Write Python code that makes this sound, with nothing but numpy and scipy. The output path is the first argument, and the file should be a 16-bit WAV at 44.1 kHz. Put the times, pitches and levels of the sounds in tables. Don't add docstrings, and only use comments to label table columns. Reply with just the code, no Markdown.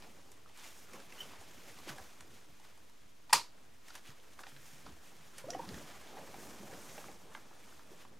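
import sys
import numpy as np
from scipy import signal
from scipy.fft import rfft, irfft
from scipy.io import wavfile

SR = 44100
rng = np.random.default_rng(int(sys.argv[2]) if len(sys.argv) > 2 else 0)


def linear_from_db(decibels):
    return 10 ** (np.asarray(decibels, float) / 20)


def generate_wav(sig):
    pcm = np.round(np.clip(np.atleast_2d(sig).T, -1, 1) * 32767).astype(np.int16)
    wavfile.write(sys.argv[1], SR, pcm)


N = 361487
EDGES_HZ = 40 * 2 ** np.arange(0, 9, .5)


def rms_one(x):
    return x / np.sqrt(np.mean(x ** 2) + 1e-20)


def peak_one(x):
    return x / abs(x).max()


def at_hz(points, hz):
    points = np.array(sorted(points))
    return np.interp(np.log(hz), np.log(points[:, 0]), points[:, 1])


def drift(rate_hz):
    r = np.exp(-16 * np.pi * rate_hz / SR)
    slow = signal.lfilter([1], [1, -2 * r, r * r], rng.standard_normal(N // 8 + 4002))[4000:]
    return np.interp(np.arange(N) / 8, np.arange(len(slow)), rms_one(slow))


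def band(x, low_hz, high_hz):
    sos = signal.butter(2, [low_hz, min(high_hz, .45 * SR)], "band", fs=SR, output="sos")
    return signal.sosfilt(sos, x)


def fading(t60_s, size):
    return linear_from_db(-60 * np.arange(size) / SR / max(t60_s, .002))


def ring(x, hz, t60_s):
    r = linear_from_db(-60 / (t60_s * SR))
    w = 2 * np.pi * hz / SR
    return signal.lfilter([0, np.sin(w)], [1, -2 * r * np.cos(w), r * r], x + 1e-18)


def add(out, start_s, x):
    i = round(start_s * SR)
    out[i:i + len(x)] += x[:N - i]


def room_tone():
    # frequency in Hz, density in dB per Hz.
    air = [(12, -36.5), (20, -5), (33, -27), (58, -16.5), (91, -14.5), (154, -22.5), (270, -21), (337, -24),
           (367, -22), (399, -23.5), (849, -33.5), (923, -30), (1190, -32.5), (3950, -34), (16000, -49)]
    # frequency in Hz, side minus mid in dB.
    air_side = [(60, -26), (110, -4.5), (200, 2), (380, 2), (700, 7), (1290, 3), (2380, -2), (4400, -5.5),
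                (8120, 0), (15000, 2)]
    level_db = -68
    hz = np.maximum(np.arange(N // 2 + 1) * SR / N, 1)
    mid, side = rfft(rng.standard_normal((2, N))) * linear_from_db(at_hz(air, hz)) * (hz > 18)
    scale = linear_from_db(level_db) / np.std(irfft(mid, N))
    side = side * linear_from_db(at_hz(air_side, hz))
    return scale * irfft(np.array([mid + side, mid - side]), N)


def effort(t_s):
    # time in seconds, steady rustle in dB.
    restless = [(0.0, -65.5), (0.35, -68), (0.45, -70), (0.85, -65), (1.1, -63), (1.5, -62.5),
                (1.85, -62.5), (2.25, -68), (2.8, -70.5), (3.18, -72.5), (3.8, -71.5), (4.3, -67.5),
                (5.4, -65), (5.55, -61.5), (7.08, -61.5), (7.18, -67), (7.5, -68), (8.2, -73.5)]
    steady_db = [-10, 0, 0, -2.5]
    # peak time in seconds, level in dB, fading time in seconds, hiss over rub in dB.
    rubs = [(.038, -62, 0.022, -16), (.59, -59.5, 0.058, -4.5), (.66, -56, 0.081, -1.8),
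            (.954, -61, 0.074, -2), (1.213, -57.5, 0.087, -2.5), (1.33, -59.5, 0.069, -12),
            (1.706, -62, 0.16, -3), (1.896, -49.5, 0.03, -4), (1.96, -62.5, 0.2, -1.5),
            (2.359, -65, .08, -3), (2.658, -68, .08, -5), (3.891, -60.5, 0.05, -4.5),
            (3.956, -56, 0.037, -6), (4.083, -57.5, 0.046, -5.5), (4.406, -61, 0.02, 2.5),
            (4.49, -60, 0.044, -2.5), (4.69, -65, 0.15, 2), (4.867, -62.5, 0.051, -8),
            (5.068, -65.5, 0.047, 1), (5.29, -75, 0.11, -3), (5.388, -56, 0.028, -3.5),
            (5.69, -62, 0.035, -13), (5.77, -59.5, 0.13, -1), (5.899, -58.5, 0.048, -8),
            (6.08, -62, 0.086, -25), (6.48, -65, 0.24, 4.5), (6.9, -62.5, 0.23, 4),
            (7.357, -65, 0.06, -1.5), (7.69, -66, 0.2, -2), (8.015, -60.5, 0.045, -5),
            (.79, -66.5, 0.075, 3.5), (7.6, -74, .08, -4), (7.93, -70, 0.13, 1)]
    # peak time in seconds, level in dB, fading time in seconds,
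    # floor rumble over drag in dB.
    shifts = [(0.0, -63, 0.26, -8), (.3, -65, 0.15, -20), (.954, -52.5, 0.056, -17), (1.23, -58, 0.19, -12),
              (1.39, -68, 0.045, -4), (1.7, -61, 0.075, -29), (1.896, -50, 0.033, -16),
              (1.96, -55.5, 0.093, -16), (2.3, -66.5, 0.15, -3), (2.506, -73, 0.044, 6),
              (2.83, -83, .06, 7), (3.56, -69, 0.19, -13), (4.406, -53.5, 0.022, -30),
              (4.49, -67, 0.052, -25), (4.63, -81, 0.069, .5), (4.867, -59, 0.043, -1),
              (5.14, -69, 0.095, -16), (5.344, -65, 0.035, -18), (5.55, -53.5, 0.12, -7),
              (5.72, -53, 0.14, 0), (5.9, -59, 0.17, -22), (6.18, -50.5, 0.12, -33),
              (6.467, -55.5, 0.31, -11), (6.7, -57, 0.34, -6), (6.85, -58, 0.36, -19),
              (7.09, -56, 0.061, -13), (7.29, -60, 0.12, -11), (7.485, -64.5, 1, -10),
              (7.916, -60, 0.076, -9), (8.1, -67, 0.24, -3)]
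    rise_share, fade_db, rounding = 0.79, 9.5, 1.5
    power = linear_from_db(2 * (np.interp(t_s, *np.transpose(restless)) + np.c_[steady_db]))
    moves = [(at, db, fade_s, [-31, -7, 0, hiss_db]) for at, db, fade_s, hiss_db in rubs]
    moves += [(at, db, fade_s, [rumble_db, 0, -20, -35]) for at, db, fade_s, rumble_db in shifts]
    for at, db, fade_s, colour_db in moves:
        away = np.where(t_s > at, t_s - at, (at - t_s) / rise_share) / fade_s
        power = power + linear_from_db(2 * (db - fade_db * away ** rounding + np.c_[colour_db]))
    return 10 * np.log10(power)


def moving(patchy_db, grain_db, side_db):
    moving_hz = [100, 520, 2400, 4300, 6100]
    # frequency in Hz, level in dB.
    cloth = [(40, -10.5), (70, -15.5), (150, -3), (210, -4.5), (300, -5.5), (430, -9), (760, -7.5),
             (1500, -5.5), (3000, -5), (4300, -7), (6000, -1.5), (8600, -5.5), (12000, -6), (15000, -7.5)]
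    # frequency in Hz, flicker in dB.
    lumps = [(60, -1.5), (250, 2), (700, 2), (1500, 2), (8000, -0.96)]
    t_s = np.arange(0, N + 128, 128) / SR
    levels_db = effort(t_s)[[0, 1, 2, 2, 3]]
    white = rng.standard_normal((2, 2, N)) * linear_from_db(grain_db * drift(350))
    out, together = 0, drift(25.3)
    for k, (low_hz, high_hz) in enumerate(zip(EDGES_HZ, EDGES_HZ[1:])):
        hz = np.sqrt(low_hz * high_hz)
        shares = np.array([np.interp(np.log(hz), np.log(moving_hz), one) for one in np.eye(len(levels_db))])
        level_db = np.interp(np.arange(N) / SR, t_s, shares @ levels_db)
        flicker_db = patchy_db * min(hz / 600, 1) * together + at_hz(lumps, hz) * drift(21)
        noise = rms_one(band(white[k % 2], low_hz, high_hz))
        mid, side = noise * linear_from_db(level_db + at_hz(cloth, hz) + flicker_db)
        out = out + mid + linear_from_db(side_db) * side * [[1], [-1]]
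    return out


def crackle():
    creaks_per_s, level_db, cycles = 160, -13, 4.5
    t_s = np.arange(0, N + 128, 128) / SR
    sizes = linear_from_db(3.9 * np.minimum(rng.exponential(1, N), 2.4)) * rng.choice([-1, 1], N)
    sizes = sizes * (rng.random(N) < creaks_per_s / SR)
    pitches_hz = np.geomspace(300, 2600, 14)
    dealt = rng.integers(0, 14, N)
    rings = sum(ring(sizes * (dealt == k), hz, cycles / hz) for k, hz in enumerate(pitches_hz))
    drag_db = np.interp(np.arange(N) / SR, t_s, effort(t_s)[1])
    return rms_one(rings) * linear_from_db(drag_db + level_db)


def squeak(partial_db):
    # time in seconds, pitch in Hz, level in dB.
    sole = [(1.18, 2900, -62), (1.192, 3000, -55), (1.202, 2880, -57), (1.207, 2940, -39.5),
            (1.218, 2970, -44.5), (1.222, 3050, -56), (1.232, 2990, -57), (1.244, 3000, -66)]
    t = np.arange(N) / SR
    s, hz, db = np.transpose(sole)
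    phase = 2 * np.pi * np.cumsum(np.interp(t, s, hz) * (1 + 0.0323 * drift(270))) / SR
    level = linear_from_db(np.interp(t, s, db) + 1.7 * drift(120) + 2.0) * (t > s[0]) * (t < s[-1])
    return level * (np.sin(phase) + linear_from_db(partial_db) * np.sin(1.88 * phase) + linear_from_db(-16) * np.sin(4.7 * phase))


def ticks():
    # start in seconds, level in dB, brightness in dB, ring in Hz.
    casing = [(.023, -54, -2, 1100), (1.123, -50, 3, 2420), (1.18, -55, -1, 2920), (1.891, -46, 1, 930),
              (3.904, -52, -6, 1600), (4.061, -57, 4, 3690), (4.435, -50.5, -7, 1620),
              (4.467, -53.5, -8, 860), (4.518, -63, -11.5, 3340), (4.564, -52.5, -1, 4000),
              (5.533, -56, -2, 2000), (5.652, -56, 1.5, 1800), (5.690, -52, 4, 2190),
              (5.743, -48.5, -1, 1800), (7.042, -56, -6, 1300), (7.349, -50.5, -12, 3800)]
    seams = [(0.317, -57, 9.5, 1400), (.495, -58.5, -4, 920), (.574, -55, 7, 1690), (.934, -48.5, 4, 2150),
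             (1.001, -49, 0.5, 1510), (1.334, -56.5, -12, 945), (1.787, -49, -2, 1190),
             (1.879, -45, 0, 1210), (1.982, -49, 0.5, 814), (2.207, -45, 1.5, 1880), (2.598, -56, 0, 900),
             (2.649, -54.5, -2.5, 1650), (3.882, -48.5, 2, 2140), (3.953, -41, 3, 1660),
             (4.009, -62, 6, 1400), (4.182, -59, 4, 2850), (4.334, -55.5, 4, 880),
             (4.863, -50.5, -5.5, 1270), (4.887, -65, 6, 1180), (5.382, -44.5, 7, 2060),
             (5.504, -45, 5.5, 5700), (5.547, -51, -4, 3120), (6.342, -48.5, -8, 790),
             (6.735, -51.5, -6.5, 790), (6.979, -48.5, -8, 665), (7.51, -66, -14.5, 816),
             (7.793, -55, -6.5, 1380)]
    boards = [(1.412, -50, 1, 764), (2.776, -55.5, 1.5, 1040), (2.897, -55.5, 4, 1110),
              (4.103, -53, -4, 1970), (4.391, -44.5, -4, 1580), (5.958, -52, -3, 840),
              (6.17, -57, -14, 830), (6.185, -55, -10, 660), (6.452, -58, -4.5, 730),
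              (7.085, -60.5, -17, 694), (7.373, -59.5, -9, 690), (7.723, -53.5, -2.5, 1370),
              (8.051, -60, -12, 960)]
    # low edge in Hz, high edge in Hz.
    tick_bands = [(620, 2400), (1700, 5900), (4300, 12500)]
    kinds = [(casing, 7.5, 0.027), (seams, 1.4, 0.034), (boards, -1.5, 0.028)]   # rows, middle dB, t60 s
    first_touch, ring_cycles, ring_share, size = 5.0, 10, 0.3, 3000
    out = np.zeros(N)
    for rows, middle_db, t60_s in kinds:
        for s, db, bright_db, hz in rows:
            contact = rng.standard_normal(size)
            contact[0] += first_touch
            snap = signal.lfilter([1], [1, -.4], contact) * fading(t60_s, size)
            snap = peak_one(snap) + peak_one(ring(snap, hz, ring_cycles / hz)) * ring_share
            part_db = [db - bright_db, db + middle_db, db + bright_db]
            for level_db, edges in zip(part_db, tick_bands):
                add(out, s, linear_from_db(level_db) * peak_one(band(band(snap, *edges), *edges)))
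    return out


def swings(rows):
    out, size = np.zeros(N), 9000
    t = np.arange(size) / SR
    for s, db, hz, t60_s in rows:
        onset = 1 - np.exp(-3.0 * t * abs(hz))
        add(out, s, linear_from_db(db) * onset * fading(t60_s, size) * np.sin(2 * np.pi * hz * t))
    return out


def thuds():
    # start in seconds, peak in dB, frequency in Hz, t60 in seconds.
    thud_rows = [(1.389, -51.5, 75, 0.13), (1.87, -43.5, 335, 0.1), (1.9, -43.5, 140, 0.097),
                 (3.333, -54, 109, 0.07), (4.092, -37, 124, 0.026), (5.69, -42, 229, 0.089),
                 (5.716, -45.5, 104, 0.12), (5.734, -45.5, 70.4, 0.28), (6.138, -46, 780, 0.049),
                 (6.731, -42.5, 473, 0.027), (7.915, -48, 390, 0.052), (4.521, -59, 140, 0.44),
                 (4.73, -56.5, 152, 0.25), (4.92, -47, 72, 0.13), (5.121, -60, 155, 0.13),
                 (5.2, -58, 154, 0.22), (5.965, -55, 64.4, 0.19), (5.44, -49, 130, 0.096),
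                 (2.0, -52, 75, .2), (2.2, -60, 87, 0.32), (6.64, -56, 210, .15), (3.334, -53, 188, .1),
                 (1.3, -55, 80, .15)]
    return swings(thud_rows)


def knocks():
    # start in seconds, peak in dB, frequency in Hz, t60 in seconds.
    knock_rows = [(0.46, -46, 1250, .015), (1.872, -37, 520, .015), (1.879, -48, 1150, .015),
                  (1.893, -37, 1510, .02), (1.894, -46, 2080, 0.017), (1.984, -44, 990, 0.017),
                  (1.984, -42.5, 1650, .015), (1.992, -44, 790, .02), (3.296, -46, 1860, .03),
                  (3.296, -51.5, 3590, 0.022), (3.297, -58, 3100, .03), (3.297, -56, 4800, .03),
                  (3.306, -53, 1880, .03), (5.5043, -30, 5500, .008), (5.5047, -38, 7000, 0.0036),
                  (5.5059, -30.5, 5730, .009), (5.5058, -42, 3900, .012), (5.508, -41, 4900, 0.0073),
                  (5.505, -42, 7060, .012), (5.512, -46, 5900, 0.025), (5.534, -40.5, 1920, 0.026),
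                  (5.537, -47, 3000, 0.022), (5.546, -47, 2950, 0.018), (7.349, -39, 865, 0.024),
                  (7.35, -46, 1220, 0.018), (7.35, -41.5, 1600, 0.033), (7.35, -46, 2040, .02),
                  (7.349, -48, 3200, .01), (7.372, -50, 1400, .03), (7.042, -34.5, 1270, .005),
                  (7.042, -44, 2900, .003), (5.6902, -28, 4300, .002), (4.392, -36, 1370, .006),
                  (4.438, -42, 2700, .008), (4.4677, -39, 1900, .005), (4.388, -50, 2200, .008),
                  (4.406, -45, 800, .006), (4.2, -42, 3200, .002), (2, -37, 1000, .004),
                  (1.8935, -36, 3000, .002), (1.907, -34, 2000, .003), (6.984, -40, 2600, .004),
                  (7.085, -47, 2060, .008), (6.992, -46, 2400, .006), (.851, -50, 9000, .002),
                  (.598, -52, 6000, .006), (.675, -48, 6000, .006), (6.342, -45, 1400, .008),
                  (6.981, -46, 2600, .006),
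                  (.29, -50, 900, .008), (.634, -48, 1100, .006), (.76, -52, 900, .01),
                 (.912, -50, 600, .01), (.495, -49, 3000, .003), (.023, -47, 3000, .003),
                 (2.207, -40, 2500, .003), (6.343, -42, 2500, .003), (1.901, -37, 1900, .005),
                 (1.887, -41, 1200, .006)]
    return swings(knock_rows)


def jerks():
    # start in seconds, peak in dB, frequency in Hz.
    jerk_rows = [(6.167, -41, 470), (6.19, -43, 480), (6.226, -43, 420), (6.268, -45, 730),
                 (6.29, -44, 724), (6.299, -45, 400), (6.365, -43, 340), (6.385, -39, 320),
                 (6.405, -41, 330), (6.425, -39, 320), (6.449, -43, 400), (6.493, -43, 280),
                 (6.516, -43, 500), (6.541, -47, 330), (6.594, -44, 600), (6.629, -44, 450),
                 (6.749, -42, 700), (6.762, -42, 720), (6.776, -42, 650), (6.827, -46, 680),
                 (6.918, -46, 560), (7.069, -44, 720), (7.089, -44, 690), (7.893, -49, 480),
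                 (7.928, -49, 480), (7.936, -49, 330), (8.051, -46, 960), (7.1, -45, 600),
                 (7.006, -44, 700), (6.99, -47, 400)]
    return swings([(s, db + 5.0, -hz, 3.0 / hz) for s, db, hz in jerk_rows])


def bubbles():
    # start in seconds, peak in dB, first pitch in Hz, last pitch in Hz, swell in seconds.
    bubble_rows = [(5.44, -41, 530, 560, 0.004), (5.442, -51, 1010, 950, .002),
                   (5.462, -47, 255, 340, 0.0066), (6.6, -48, 180, 214, 0.004),
                   (5.448, -47, 540, 580, 0.006), (5.547, -32, 714, 770, 0.0052),
                   (5.546, -42, 510, 510, 0.0027), (5.555, -44, 270, 285, 0.006),
                   (5.565, -52, 840, 720, 0.0054), (5.591, -38, 970, 900, 0.0047),
                   (5.596, -38.5, 930, 800, 0.006), (5.590, -39, 526, 480, 0.007),
                   (5.604, -51, 1010, 1130, 0.0032), (5.636, -47, 1000, 990, .003),
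                   (5.546, -48, 1150, 1070, .003), (5.598, -47, 330, 290, 0.0041),
                   (5.620, -50, 840, 930, 0.016), (5.563, -47, 790, 740, .012),
                   (5.640, -51, 755, 760, 0.0059)]
    base_t60_s, small_dies, strong_dies = 0.031, .45, 0.025
    out, t = np.zeros(N), np.arange(6000) / SR
    for s, db, first_hz, last_hz, swell_s in bubble_rows:
        hz = last_hz + (first_hz - last_hz) * np.exp(-t / (0.61 * swell_s + 0.0083))
        t60_s = base_t60_s * (700 / last_hz) ** small_dies * np.exp(-strong_dies * (db + 35))
        swell = np.sin(np.pi / 2 * np.minimum(t / swell_s, 1)) ** 2
        shape = swell * linear_from_db(-60 * np.maximum(t - swell_s, 0) / t60_s)
        add(out, s, linear_from_db(db) * shape * np.sin(2 * np.pi * np.cumsum(hz) / SR))
    return out


def glides():
    # time in seconds, pitch in Hz, rms level in dB.
    long_bubbles = [
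        [(5.465, 393, -61), (5.471, 407, -59), (5.483, 539, -46.5), (5.491, 660, -44.5), (5.505, 725, -48),
         (5.522, 727, -62)],
        [(5.515, 415, -68), (5.521, 438, -55), (5.531, 516, -49), (5.548, 522, -52)],
    ]
    partial_db, gain_db = -18, 0.5
    out, t = np.zeros(N), np.arange(N) / SR
    for rows in long_bubbles:
        s, hz, db = np.transpose(rows)
        now = t[(t > s[0]) & (t < s[-1])]
        phase = 2 * np.pi * np.cumsum(np.interp(now, s, hz)) / SR
        ends = np.minimum(np.minimum(now - s[0], s[-1] - now) / 0.0027, 1)
        wobble_db = 1.5 * np.sin(2 * np.pi * 90.0 * (now - s[0]))
        level = linear_from_db(np.interp(now, s, db) + 3.5 + gain_db + wobble_db)
        add(out, s[0], ends * level * (np.sin(phase) + linear_from_db(partial_db) * np.cos(2 * phase)))
    return out


def pop():
    # time in seconds, hollow body in dB, bright crack in dB.
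    slips = [
        (3.2952, -43, -53),
        (3.3045, -42, -53),
        (3.3274, -16.5, -27),
        (3.3296, -58.5, -13),
        (3.3308, -59.5, -9),
        (3.3318, -62, -14.5),
        (3.3334, -63.5, -15),
        (3.334, -63, -14.5),
        (3.3354, -15.5, -21),
        (3.340, -64, -23.5),
    ]
    # frequency in Hz, level in dB, t60 in seconds.
    shell_modes = [(935, 1.2, .0115), (1170, -10, .012), (1455, -17, 0.01), (1860, -10, 0.01),
                   (2460, -14, .008), (3000, -20, .008)]
    # frequency in Hz, level in dB, t60 in seconds.
    crack_modes = [(2500, -10, 0.0022), (2850, -22, 0.0023), (4040, -23, 0.0024), (4670, -7, 0.004),
                   (5250, -9, 0.0044), (6430, -12, .002), (7340, -13.5, 0.003), (8900, -10, 0.0027),
                   (10000, -26.5, .003)]
    start_s, size = 3.29, 12000
    crack_t60_s, crack_rise_s, flat_db = 0.0064, .0004, -11
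    shell_low_hz, bass_db = 860, -15
    s, body_db, crack_db = np.transpose(slips)
    at = np.round((s - start_s) * SR).astype(int)

    shell = np.zeros(size)
    for hz, db, t60_s in shell_modes:
        clicks = np.zeros(size)
        clicks[at] = linear_from_db(body_db + db + rng.normal(0, 0.78, len(at)))
        swell = 2 * np.e * np.log(1000) / (t60_s * SR)
        shell += swell * ring(ring(clicks, hz, t60_s), hz, t60_s)
    thin = signal.butter(5, shell_low_hz, "high", fs=SR, output="sos")

    cracks = np.zeros(size)
    cracks[at] = linear_from_db(crack_db)
    burst = fading(crack_t60_s, 2000) * np.minimum(np.arange(2000) / SR / crack_rise_s, 1)
    cracks = np.convolve(cracks, burst)[:size] * rng.standard_normal(size)
    bright = sum(linear_from_db(db - 8.5) * ring(cracks, hz, t60_s) for hz, db, t60_s in crack_modes)
    bright = bright + linear_from_db(flat_db) * band(band(cracks, 1900, 12000), 1500, 13000)
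    push = linear_from_db(bass_db) * band(cracks, 170, 480)

    out = np.zeros((2, N))
    add(out[0], start_s, signal.sosfilt(thin, shell))
    add(out[1], start_s, signal.sosfilt(thin, bright) + push)
    return out


def echoes():
    # start in seconds, peak in dB, frequency in Hz.
    echo_rows = [(3.349, -30, 960), (3.362, -33, 1010), (3.376, -39, 1190), (3.380, -39, 940),
                 (3.396, -41, 930), (3.411, -45, 950), (3.444, -57, 960)]
    t60_s = .019
    out, t = np.zeros(N), np.arange(3000) / SR
    swing = t * np.log(1000) / t60_s
    for s, db, hz in echo_rows:
        add(out, s, linear_from_db(db) * np.e * swing * np.exp(-swing) * np.sin(2 * np.pi * hz * t))
    return out


def pop_in_room(snap):
    # frequency in Hz, density in dB per Hz.
    pop_tail = [(300, -20), (520, -15), (760, -16), (1000, -7), (1740, -14), (2500, -9), (3600, -12),
                (4500, -6), (5500, -9), (8000, -13), (15000, -26)]
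    tail_db, warning_db = 0.3, -31
    out, size = np.zeros(N), 2048
    hz = np.maximum(np.arange(size // 2 + 1) * SR / size, 1)
    click = np.roll(irfft(linear_from_db(at_hz(pop_tail, hz)), size), 100)[:400]
    click = click * linear_from_db(tail_db) * np.sqrt(np.sum(snap ** 2) / np.sum(click ** 2))
    add(out, 3.330, click)
    add(out, 3.294, click * linear_from_db(warning_db))
    return out


def room(x):
    # frequency in Hz, t60 in seconds.
    room_t60 = [(100, 0.27), (1000, 0.22), (2500, 0.21), (3600, .19), (4600, 0.24), (6500, .19),
                (8000, 0.19), (15000, 0.19)]
    # frequency in Hz, side minus mid in dB.
    room_side = [(300, -14), (2000, -18), (5000, -13), (12000, -6)]
    level_db, size = -6.5, 16000
    white, tail = rng.standard_normal((2, 2, size)), 0
    for k, (low_hz, high_hz) in enumerate(zip(EDGES_HZ, EDGES_HZ[1:])):
        hz = np.sqrt(low_hz * high_hz)
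        dying = band(white[1 - k % 2], low_hz, high_hz) * fading(at_hz(room_t60, hz), size)
        tail = tail + dying * [[1], [linear_from_db(at_hz(room_side, hz))]]
    tail = tail * np.minimum(np.arange(size) / SR / 0.0082, 1)
    tail = tail / np.sqrt(np.sum(tail[0] ** 2))
    mid, side = signal.fftconvolve(x[None], tail, axes=1)[:, :N]
    return linear_from_db(level_db) * (mid + side * [[1], [-1]])


def scene():
    close_db, water_db = -4, -7
    body = moving(patchy_db=0.7, grain_db=1.0, side_db=-18.5) + crackle()
    close = squeak(partial_db=-17) + ticks() + thuds() + knocks() + jerks()
    water = bubbles() + glides()
    shell, snap = pop()
    wet = room(pop_in_room(snap) + linear_from_db(water_db) * water + linear_from_db(close_db) * close)
    events = shell + echoes() + snap + water + close + wet
    return events * linear_from_db([[-.45], [.45]]) + room_tone() + body * linear_from_db([[-.2], [.2]])


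def top_cut(x):
    return signal.sosfilt(signal.butter(12, 16450, fs=SR, output="sos"), x)


def record(dry):
    top_hz, offset = 15900, .0022
    low_pass = signal.ellip(8, .3, 45, top_hz * .995, fs=SR, output="sos")
    return top_cut(signal.sosfilt(low_pass, dry) + offset)


dry = scene()
out = record(dry)
generate_wav(out)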